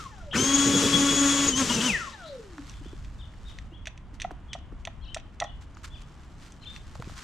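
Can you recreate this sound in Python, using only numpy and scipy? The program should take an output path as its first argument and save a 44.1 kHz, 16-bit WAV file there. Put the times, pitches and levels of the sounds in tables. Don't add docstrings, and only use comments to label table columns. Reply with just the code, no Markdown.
import sys
import numpy as np
from scipy import signal
from scipy.fft import rfft, irfft, next_fast_len
from scipy.io import wavfile
from scipy.ndimage import uniform_filter1d, map_coordinates

SR = 44100
rng = np.random.default_rng(int(sys.argv[2]) if len(sys.argv) > 2 else 0)


def to_wav(s):
    ch = np.atleast_2d(s).T
    pcm = np.round(np.clip(ch, -1, 1) * 32767)
    wavfile.write(sys.argv[1], SR, pcm.astype(np.int16))


N = 318930


# (time [s], pitch [Hz])
DRIVEN_PITCH = [(.325, 540), (.346, 1800), (.36, 2450), (.376, 2975), (.4, 3100), (.44, 3210), (.5, 3300),
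                (.57, 3345), (.7, 3356), (1.485, 3358), (1.545, 2950), (1.57, 3190), (1.603, 3275),
                (1.64, 2950), (1.68, 2750), (1.75, 3080), (1.772, 2700), (1.8, 2600), (1.83, 2950),
                (1.868, 3090), (1.9, 2590)]
REST_TIMES = (1.098, 3.116)
# (start [s], end [s])
POWER_SPANS = [(.315, 1.49), (1.543, 1.734), (1.685, 2.1), (1.805, 1.96)]
# (time [s], bar tone level [dB], octave level [dB])
WHINE_LEVELS = [(.325, -41, -64), (.365, -55, -39), (.385, -31.5, -32), (.44, -37, -32), (.57, -29.5, -28),
                (.66, -37.5, -34.5), (.766, -30, -27.5), (.89, -36, -42), (.95, -22, -38),
                (1, -29.5, -29.5), (1.066, -49, -33), (1.095, -25.5, -36), (1.144, -37, -27),
                (1.3, -33, -31.5), (1.42, -32, -34), (1.49, -41, -25.5), (1.52, -38, -52),
                (1.585, -33.5, -29), (1.63, -66, -43), (1.68, -63, -62), (1.71, -30.5, -44),
                (1.75, -37, -32), (1.772, -33, -55), (1.815, -44, -55), (1.865, -27, -33.5),
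                (1.9, -39, -64)]
# (bar tone pitch [Hz], bar tone level [dB])
COAST_BAR = [(220, -90), (280, -50), (340, -54), (460, -51.5), (530, -43.5), (600, -42.5), (700, -55),
             (790, -59), (890, -53), (980, -59), (1090, -35.5), (1200, -45), (1350, -37.5), (1600, -42),
             (1850, -24.5), (2000, -28), (2300, -40), (2600, -31.5)]
# (bar tone pitch [Hz], octave level [dB])
COAST_OCTAVE = [(600, -85), (690, -50), (800, -62), (900, -51), (980, -70), (2600, -75)]
# (start [s], length [s], pitch [Hz], level [dB])
SURGE_RASPS = [(0.31, .047, 3210, -33.5), (.33, 0.031, 1824, -29), (0.337, 0.046, 1417, -29.5),
               (0.349, 0.022, 2480, -28.5), (1.687, 0.024, 3260, -30), (1.802, 0.02, 3230, -27)]
# (time [s], level [dB])
SHAKE_LEVELS = [(0.34, -46), (0.366, -30.5), (0.4, -27), (0.432, -30.5), (0.56, -24.5), (0.87, -28.5),
                (1.088, -24), (1.162, -32.5), (1.18, -24.5), (1.26, -21.5), (1.342, -27.5), (1.468, -25),
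                (1.542, -36.5), (1.616, -23), (1.676, -57), (1.708, -22), (1.744, -48), (1.764, -35.5),
                (1.874, -27), (1.898, -32), (1.93, -34), (2.0, -32.5)]
# (multiple of shaft speed, level against the shake [dB])
SHAFT_ORDERS = [(2, -20.5), (3, -24), (4, -13), (5, -17.5), (6, -19.5), (7, -20.5), (8, -27), (9, -24.5),
                (13, -31.5), (36, -28)]
# (frequency [Hz], density [dB per Hz])
ROAR_SPECTRUM = [(330, -46), (560, -3), (700, -14.5), (1120, -7), (1900, -10), (2380, -10.5), (3100, -6.5),
                 (3600, -9), (4300, -12), (5800, -7.5), (7200, -7), (10000, -21.5), (12400, -22.5),
                 (14500, -37), (15600, -58)]
# (frequency [Hz], density [dB per Hz])
FLUTTER_SPECTRUM = [(40, -35.5), (90, -1.5), (170, 4), (300, 0), (480, -0.5), (650, -33.5)]
# (time [s], level [dB])
FLUTTER_PUFFS = [(.34, -28.5), (.42, -30.5), (.69, -29), (.75, -29.5), (.85, -26.5), (.96, -29.5),
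                 (1.01, -39), (1.13, -34.5), (1.48, -40.5), (1.65, -46.5), (1.776, -39)]
# (frequency [Hz], left minus right [dB])
MOTOR_BALANCE = [(60, 2.5), (100, -2), (180, 0), (310, 1.5), (550, 1), (950, 4.5), (1650, 3.5), (2860, 5.5),
                 (4970, 5.5), (8640, 4.5), (15000, 9.5)]
# (frequency [Hz], left-right likeness [-1 to 1])
MOTOR_LIKENESS = [(60, 0.85), (150, 0.86), (380, 0.8), (950, 0.95), (2380, 0.84), (5980, 1), (15000, 0.32)]
# (frequency [Hz], left-right likeness [-1 to 1])
RUMBLE_LIKENESS = [(30, .72), (70, .88), (150, .97)]

# (time [s], level [dB])
RUMBLE_LEVELS = [(0, -45.5), (.3, -44), (2, -45), (2.15, -52), (2.63, -47.5), (2.72, -41), (3.45, -41.5),
                 (3.85, -44), (4.55, -43), (4.8, -44), (5.05, -43), (5.7, -46.5), (6.07, -46),
                 (6.48, -48.5), (6.65, -45), (7, -41), (7.23, -49.5)]
# (frequency [Hz], density [dB per Hz])
RUMBLE_SPECTRUM = [(12, -20), (20, 4.5), (64, 5.5), (125, -5.5), (189, -14), (258, -25), (400, -41),
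                   (520, -35.5), (880, -120)]
# (frequency [Hz], density [dB per Hz])
TRAFFIC_SPECTRUM = [(76, -8.5), (130, 1), (213, -2), (283, -4.5), (454, -14.5), (1080, -13), (2690, -26),
                    (3010, -22.5), (4570, -40.5), (5960, -40.5), (12000, -50.5), (15600, -99),
                    (22000, -120)]
# (frequency [Hz], left-right likeness [-1 to 1])
TRAFFIC_LIKENESS = [(60, 1), (180, 0.96), (550, 0.75), (1650, 1), (4970, 0.43), (15000, 0.62)]
# (time [s], level [dB])
RUSTLE_LEVELS = [(0, -49), (.13, -69.5), (2.1, -61.5), (2.93, -64), (3.43, -71), (3.6, -79), (5.44, -76.5),
                 (6, -68), (6.5, -69.5), (7.01, -62.5), (7.17, -54.5)]
# (frequency [Hz], density [dB per Hz])
RUSTLE_SPECTRUM = [(500, -23.5), (1200, 0.5), (2500, -6.5), (4000, -6.5), (7500, -10), (9000, -17.5),
                   (12000, -21.5), (15000, -24)]
# (loudest [s], rise [s], fall [s], level [dB])
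SCUFF_EVENTS = [(2.68, 0.14, 0.16, -57.5), (3.5, 0.2, 0.31, -59.5), (4.145, 0.015, 0.036, -56.5),
                (4.8, 0.016, 0.036, -64), (5.615, 0.011, 0.053, -54), (5.79, 0.017, .02, -66),
                (5.848, 0.02, 0.022, -40.5), (5.88, 0.028, 0.021, -58), (6.02, 0.016, 0.016, -58.5),
                (6.45, 0.1, 0.14, -55.5), (6.76, 0.15, 0.054, -54.5), (6.955, 0.012, 0.014, -50),
                (7.19, 0.033, 0.1, -49)]

# (start [s], length [s], from [Hz], to [Hz], level [dB], share held before the glide)
FINCH_CHIRPS = [(2.715, 0.041, 3600, 3200, -69, .3), (2.827, 0.06, 3050, 3500, -67.5, 0.32),
                (3.187, .045, 3680, 2950, -62.5, 0.39), (3.451, 0.057, 3770, 2970, -62, 0.47),
                (3.715, 0.058, 2930, 3370, -65, .2), (4.484, 0.06, 3430, 2940, -62.5, .35),
                (5.01, 0.065, 3320, 2670, -65.5, 0.35), (5.019, .035, 4300, 3710, -70, 0.36),
                (5.045, 0.037, 6000, 3860, -68.5, 0.0089), (5.066, 0.053, 3050, 3100, -58, 0.38),
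                (5.442, .045, 3520, 2920, -61.5, 0.39), (5.48, .03, 2960, 2930, -67, 0.32),
                (5.744, 0.011, 7100, 4340, -67.5, 0.39), (5.902, .07, 3475, 2420, -62.5, 0.48),
                (5.935, 0.032, 6300, 4770, -76, .01), (6.611, 0.047, 4200, 3250, -64, 0.45),
                (6.62, .035, 3150, 2300, -62, 0.38), (6.654, 0.041, 3200, 3600, -52, 0.012)]
# (start [s], length [s], from [Hz], to [Hz], level [dB], share held before the glide)
FINCH_SQUEAKS = [(2.123, 0.029, 3960, 3900, -50.5, .3), (2.211, 0.072, 3226, 3410, -55, .4),
                 (2.232, 0.088, 3800, 4250, -50.5, 0.44)]

# (time [s], level [dB], T60 [s], brightest frequency [Hz])
LATCH_SNAPS = [(2.6956, -32.5, 0.036, 4850), (2.738, -40, 0.023, 2320), (3.046, -41, 0.056, 2660),
               (3.5864, -28, 0.023, 2650), (3.8562, -27, 0.046, 2580), (3.8708, -20, 0.038, 2680),
               (3.9763, -36.5, 0.02, 3420), (4.1998, -23, 0.039, 2900), (4.208, -30, 0.028, 2510),
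               (4.2178, -19, 0.041, 3370), (4.243, -31.5, 0.055, 2060), (4.5317, -20.5, 0.051, 3360),
               (4.587, -45.5, 0.03, 3020), (4.8515, -19.5, 0.026, 3630), (4.8726, -24.5, 0.02, 1800),
               (5.1452, -15.5, 0.023, 5400), (5.1704, -30, 0.058, 1820), (5.1991, -38.5, 0.028, 2670),
               (5.4008, -16, 0.022, 3800), (5.4195, -24, 0.034, 1910), (5.4398, -31.5, 0.036, 3490),
               (6.521, -38.5, 0.023, 6310), (6.7625, -30, 0.027, 2630), (7.0433, -38, 0.026, 2760)]
# (frequency [Hz], width [Hz], level [dB])
LATCH_MODES = [(1900, 294, -0.5), (2640, 276, -0.5), (3436, 344, 0), (4380, 880, -9.5), (5860, 350, 1.5),
               (7040, 1540, -7), (8470, 1000, -7)]
# (time [s], level [dB])
HOUSING_KNOCKS = [(3.871, -45.5), (4.246, -28), (4.55, -34.5), (4.557, -40), (4.872, -32.5), (5.163, -30),
                  (5.171, -52), (5.411, -28.5), (5.421, -23), (5.442, -33), (5.454, -44)]
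# (frequency [Hz], level [dB], T60 [s])
HOUSING_MODES = [(658, 2.5, 0.028), (752, -8.5, 0.049), (1050, -7, 0.023), (1353, -5, 0.02),
                 (1880, -7, 0.021)]
# (time [s], level [dB], pitch [Hz])
HEEL_THUDS = [(6.997, -26, 128), (7.074, -32, 173), (7.122, -36, 130)]
# (time [s], peak level [dB], centre [Hz], click against the dull mode [dB])
DULL_TAPS = [(2.447, -50, 1500, -20), (2.622, -44, 1500, -30), (2.582, -30, 1129, -28),
             (2.809, -38.5, 288, -54), (2.857, -38, 278, -50), (2.931, -36, 272, -49),
             (3.337, -46, 1510, -35), (3.72, -42, 284, -48), (4.131, -45.5, 279.5, -54.5),
             (4.308, -30.5, 680, -51), (4.314, -37.5, 320, -22.5), (4.721, -43.5, 1000, -34),
             (4.724, -37, 284, -49), (5.77, -37.5, 1240, -22), (6.954, -34.5, 730, -35), (7, -37, 480, -20),
             (7.023, -28, 1060, -20), (7.074, -40.5, 442, -34), (7.097, -34.5, 980, -17),
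             (7.189, -39, 1500, -14)]

# (frequency [Hz], T60 [s])
WALL_DECAY = [(200, 0.2), (3000, 0.42), (10000, 0.032)]
# (frequency [Hz], level [dB])
TREBLE_ROLLOFF = [(9000, 0), (12000, -6), (14000, -6.5), (14900, -27), (15600, -42)]

EVEN_HZ, SLOWING = 421, 1.16
FIRST_COAST_DB = -5
CURRENT_RISE_S, CURRENT_FALL_S = 0.035, 0.06
UNSTEADY, UNSTEADY_FREE = 0.0013, 0.008
ORDERS_POWERED_DB = 8
ROAR_DB, ROAR_GROWS, ROAR_POWERED_DB = -38, 1.59, 9.5
HISS_HZ, HISS_GROWS = 5950, 0.44
PUFF_S, FLUTTER_DB = 0.027, -41
TRAFFIC_DB = -53.5
LOUDEST_AT, ENDS_DB, GLIDE = 0.59, -10.5, 0.45
SCOOP_HZ, SCOOP_S = 248, 0.008
LOW_NOTE_DB, FULL_HZ = 10, 3240
STEP_T60_S = 0.023
TOP_HZ = 15650


def amp(db):
    return 10 ** (np.asarray(db) / 20)


def unit(x):
    return x / np.sqrt(np.mean(x ** 2) + 1e-20)


def peak(x):
    return x / np.abs(x).max()


def along(points, hz):
    f, v = np.transpose(points)
    return np.interp(np.log(hz + 1), np.log(f + 1), v)


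def curves(table):
    s, *cols = np.transpose(table)
    return [np.interp(np.arange(N) / SR, s, c) for c in cols]


def wobble(rate):
    knots = rng.standard_normal(int(N * rate / SR) + 4)
    return map_coordinates(knots, [np.arange(N) * rate / SR])


def add(track, s, x):
    track[round(s * SR):][:len(x)] += x


def filtered(x, response):
    m = next_fast_len(N + SR // 2)
    return irfft(rfft(x, m) * response(np.fft.rfftfreq(m, 1 / SR)), m)[..., :N]


def rush(spectrum, alike):
    def mid_side(hz):
        turn = np.arccos(np.clip(along(alike, hz), -1, 1)) / 2
        return amp(along(spectrum, hz)) * [np.cos(turn), np.sin(turn)]

    mid, side = filtered(rng.standard_normal((2, N)), mid_side)
    return unit(np.array([mid + side, mid - side]))


def walls(x):
    hz, t, z = signal.stft(rng.standard_normal((2, SR // 2)), SR, nperseg=256)
    decay = amp(-60 * t / along(WALL_DECAY, hz)[:, None])
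    tail = signal.istft(z * decay, SR, nperseg=256)[1]
    late = np.pad(x, (900, 0))[None]
    return signal.fftconvolve(late, tail / np.linalg.norm(tail[0]), axes=1)[:, :N]


def whistle(length, from_hz, to_hz, db, held=0, rough_hz=0, low_db=0):
    t = np.arange(0, length, 1 / SR)
    glide = np.sin(np.pi / 2 * np.clip((t / length - held) / GLIDE, 0, 1)) ** 2
    scoop = -SCOOP_HZ * np.exp(-t / SCOOP_S)
    roughness = rough_hz * unit(uniform_filter1d(rng.standard_normal(len(t)), size=60))
    pitch = from_hz + scoop + (to_hz - from_hz) * glide + roughness
    edges = np.clip(np.minimum(t, length - t) / 0.0022, 0, 1)
    swell_db = np.interp(t / length, [0, LOUDEST_AT, 1], [ENDS_DB, 0, ENDS_DB])
    swell_db = swell_db + low_db * np.minimum(np.log2(pitch / FULL_HZ), 0)
    return np.sqrt(2) * edges * amp(db + swell_db) * np.sin(2 * np.pi * np.cumsum(pitch) / SR)


def coasts():
    t = np.arange(N) / SR
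    return t < DRIVEN_PITCH[0][0], t > DRIVEN_PITCH[-1][0]


def speed():
    (driven_hz,), (first, last) = curves(DRIVEN_PITCH), coasts()
    left = np.where(first, REST_TIMES[0], REST_TIMES[1]) - np.arange(N) / SR
    left = np.clip(left, 0, REST_TIMES[1] - DRIVEN_PITCH[-1][0])
    return np.where(first | last, EVEN_HZ * np.tan(SLOWING * left), driven_hz) + 1


def motor_current():
    t = np.arange(N) / SR
    spans = [np.clip(np.minimum((t - start) / CURRENT_RISE_S, 1 - (t - end) / CURRENT_FALL_S), 0, 1)
             for start, end in POWER_SPANS]
    return np.max(spans, axis=0)


def shaft_tone(turn, order, db, waver_db):
    level = np.sqrt(2) * amp(db + waver_db * wobble(60))
    return level * np.sin(order * turn + rng.uniform(0, 2 * np.pi))


def commutator(turn, bar_hz, current):
    (first, last), (whine_db, whine_octave_db) = coasts(), curves(WHINE_LEVELS)
    coasting, first_db = first | last, FIRST_COAST_DB * first
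    bar_db = np.where(coasting, along(COAST_BAR, bar_hz) + first_db, whine_db)
    octave_db = np.where(coasting, along(COAST_OCTAVE, bar_hz) + first_db, whine_octave_db)
    chatter_db = 4.5 - 1.42 * current
    bars = shaft_tone(turn, 12, bar_db, chatter_db) + shaft_tone(turn, 24, octave_db, chatter_db)
    bars = bars + amp(-12.5) * walls(bars)
    for s, length, hz, db in SURGE_RASPS:
        add(bars.T, s, whistle(length, hz, hz, db, rough_hz=186)[:, None])
    return bars


def shaft_shake(turn, current):
    (shake_db,) = curves(SHAKE_LEVELS)
    shake = shaft_tone(turn, 1, shake_db, waver_db=1.5)
    for order, db in SHAFT_ORDERS:
        order_db = shake_db + db + ORDERS_POWERED_DB * (current - 1)
        shake = shake + shaft_tone(turn, order, order_db, waver_db=3.0)
    return shake


def motor_roar(turn, bar_hz, current, driven):
    speed_db = 20 * np.log10(bar_hz / bar_hz.max())
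    roar_db = ROAR_DB + ROAR_GROWS * speed_db + ROAR_POWERED_DB * current
    throb = 1 + 0.15 * np.sin(turn)
    roar = amp(roar_db + 0.88 * wobble(14.52)) * rush(ROAR_SPECTRUM, MOTOR_LIKENESS) * throb
    hiss = filtered(roar, lambda hz: 1 / (1 + (HISS_HZ / (hz + 1)) ** 4))
    return roar - (1 - driven ** HISS_GROWS) * hiss


def motor_flutter():
    t = np.arange(N) / SR
    puffs = amp(FLUTTER_DB) + sum(amp(db) * np.exp(-((t - s) / PUFF_S) ** 2) for s, db in FLUTTER_PUFFS)
    return puffs * amp(3 + 0.47 * wobble(18)) * rush(FLUTTER_SPECTRUM, RUMBLE_LIKENESS)


def motor():
    bar_hz, current = speed(), motor_current()
    unsteady = (UNSTEADY * current + UNSTEADY_FREE * (1 - current)) * wobble(30)
    turn = 2 * np.pi * np.cumsum(bar_hz * (1 + unsteady)) / SR / 12
    driven = np.clip(bar_hz / 2400, 0, 1) ** 3
    sound = commutator(turn, bar_hz, current) + motor_roar(turn, bar_hz, current, driven)
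    sound = sound + (shaft_shake(turn, current) * driven + motor_flutter()) * driven
    return filtered(sound, lambda hz: amp(np.outer([0.5, -0.5], along(MOTOR_BALANCE, hz))))


def traffic():
    (rumble_db,) = curves(RUMBLE_LEVELS)
    balance_db = np.outer([0.5, -0.5], 1.2 + 1.8 * wobble(1.6))
    rumble = amp(rumble_db + balance_db + 1.6 * wobble(12.0)) * rush(RUMBLE_SPECTRUM, RUMBLE_LIKENESS)
    return rumble + amp(TRAFFIC_DB + 0.42 * wobble(3)) * rush(TRAFFIC_SPECTRUM, TRAFFIC_LIKENESS)


def rustle():
    (rustle_db,), scuffs = curves(RUSTLE_LEVELS), np.zeros(N + SR)
    for s, rise, fall, db in SCUFF_EVENTS:
        t = np.arange(-rise, fall, 1 / SR)
        add(scuffs, s - rise, amp(db) * np.interp(t, [-rise, 0, fall], [0, 1, 0]) ** 1.9)
    grains = amp(0.98 * wobble(40) + 2.6 * wobble(400))
    scratch = unit(grains * rush(RUSTLE_SPECTRUM, [(1000, 0.6), (10000, 0.77)]))
    return (amp(rustle_db + 5) + scuffs[:N]) * scratch


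def finches():
    out = np.zeros(N + SR)
    for s, *note in FINCH_CHIRPS:
        for delay, gain_db in [(0, 10.5), (0.028, 7.5), (0.043, -5), (0.061, -9)]:
            add(out, s + delay, amp(gain_db) * whistle(*note, rough_hz=55, low_db=LOW_NOTE_DB))
    for s, *note in FINCH_SQUEAKS:
        add(out, s, whistle(*note, rough_hz=329.5))
    return out[:N]


def mode(f, hz, width):
    return 1j * f * width / (hz * hz - f * f + 1j * f * width)


def latch_snap(t, f, t60, bright_hz):
    body = 0
    for k, (hz, width, level) in enumerate(LATCH_MODES):
        near_db = -5 * np.log2(hz / bright_hz) ** 2
        body = body + (-1) ** k * amp(level + near_db) * mode(f, hz, width)
    decay = 2 * amp(-60 * t / 0.0033) + amp(-60 * t / t60) + 0.065 * amp(-60 * t / 0.12)
    return peak(irfft(rfft(decay * rng.standard_normal(len(t))) * body))


def housing_knock(t):
    ring = 0
    for hz, level, t60 in HOUSING_MODES:
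        decay = amp(level + rng.normal(0, 1.8) - 60 * t / t60)
        ring = ring + decay * np.sin(2 * np.pi * hz * rng.normal(1, 0.044) * t)
    return ring * (1 - np.exp(-t / 0.0027)) ** 2


def dull_tap(t, f, hz, click_db):
    puff = amp(-60 * t / (0.011 + 5 / hz)) * rng.standard_normal(len(t))
    dull = mode(f, hz, hz * min(0.9, hz / 900)) ** 2
    return peak(irfft(rfft(puff) * (dull + amp(click_db) * mode(f, 1800, 2700))))


def handling():
    out, t = np.zeros(N + SR), np.arange(4096) / SR
    f = np.fft.rfftfreq(len(t), 1 / SR)
    for s, db, t60, bright_hz in LATCH_SNAPS:
        add(out, s, amp(db - 1.5) * latch_snap(t, f, t60, bright_hz))
    for s, db in HOUSING_KNOCKS:
        add(out, s, amp(db + 11.5) * housing_knock(t))
    for s, db, hz in HEEL_THUDS:
        add(out, s, amp(db + 5 - 60 * t / STEP_T60_S) * np.sin(2 * np.pi * hz * t))
    for s, db, hz, click_db in DULL_TAPS:
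        add(out, s, amp(db) * dull_tap(t, f, hz, click_db))
    return out[:N]


def scene():
    birds, hands = finches(), handling()
    placed_birds = amp([[3], [-3.5]]) * (birds + amp(-9.0) * walls(birds))
    placed_hands = amp([[-0.8], [0.8]]) * hands + amp(-20.5) * walls(hands)
    return motor() + traffic() + rustle() + placed_birds + placed_hands


def record(dry):
    return filtered(dry, lambda hz: amp(along(TREBLE_ROLLOFF, hz)) * (hz < TOP_HZ))


dry = scene()
out = record(dry)
to_wav(out)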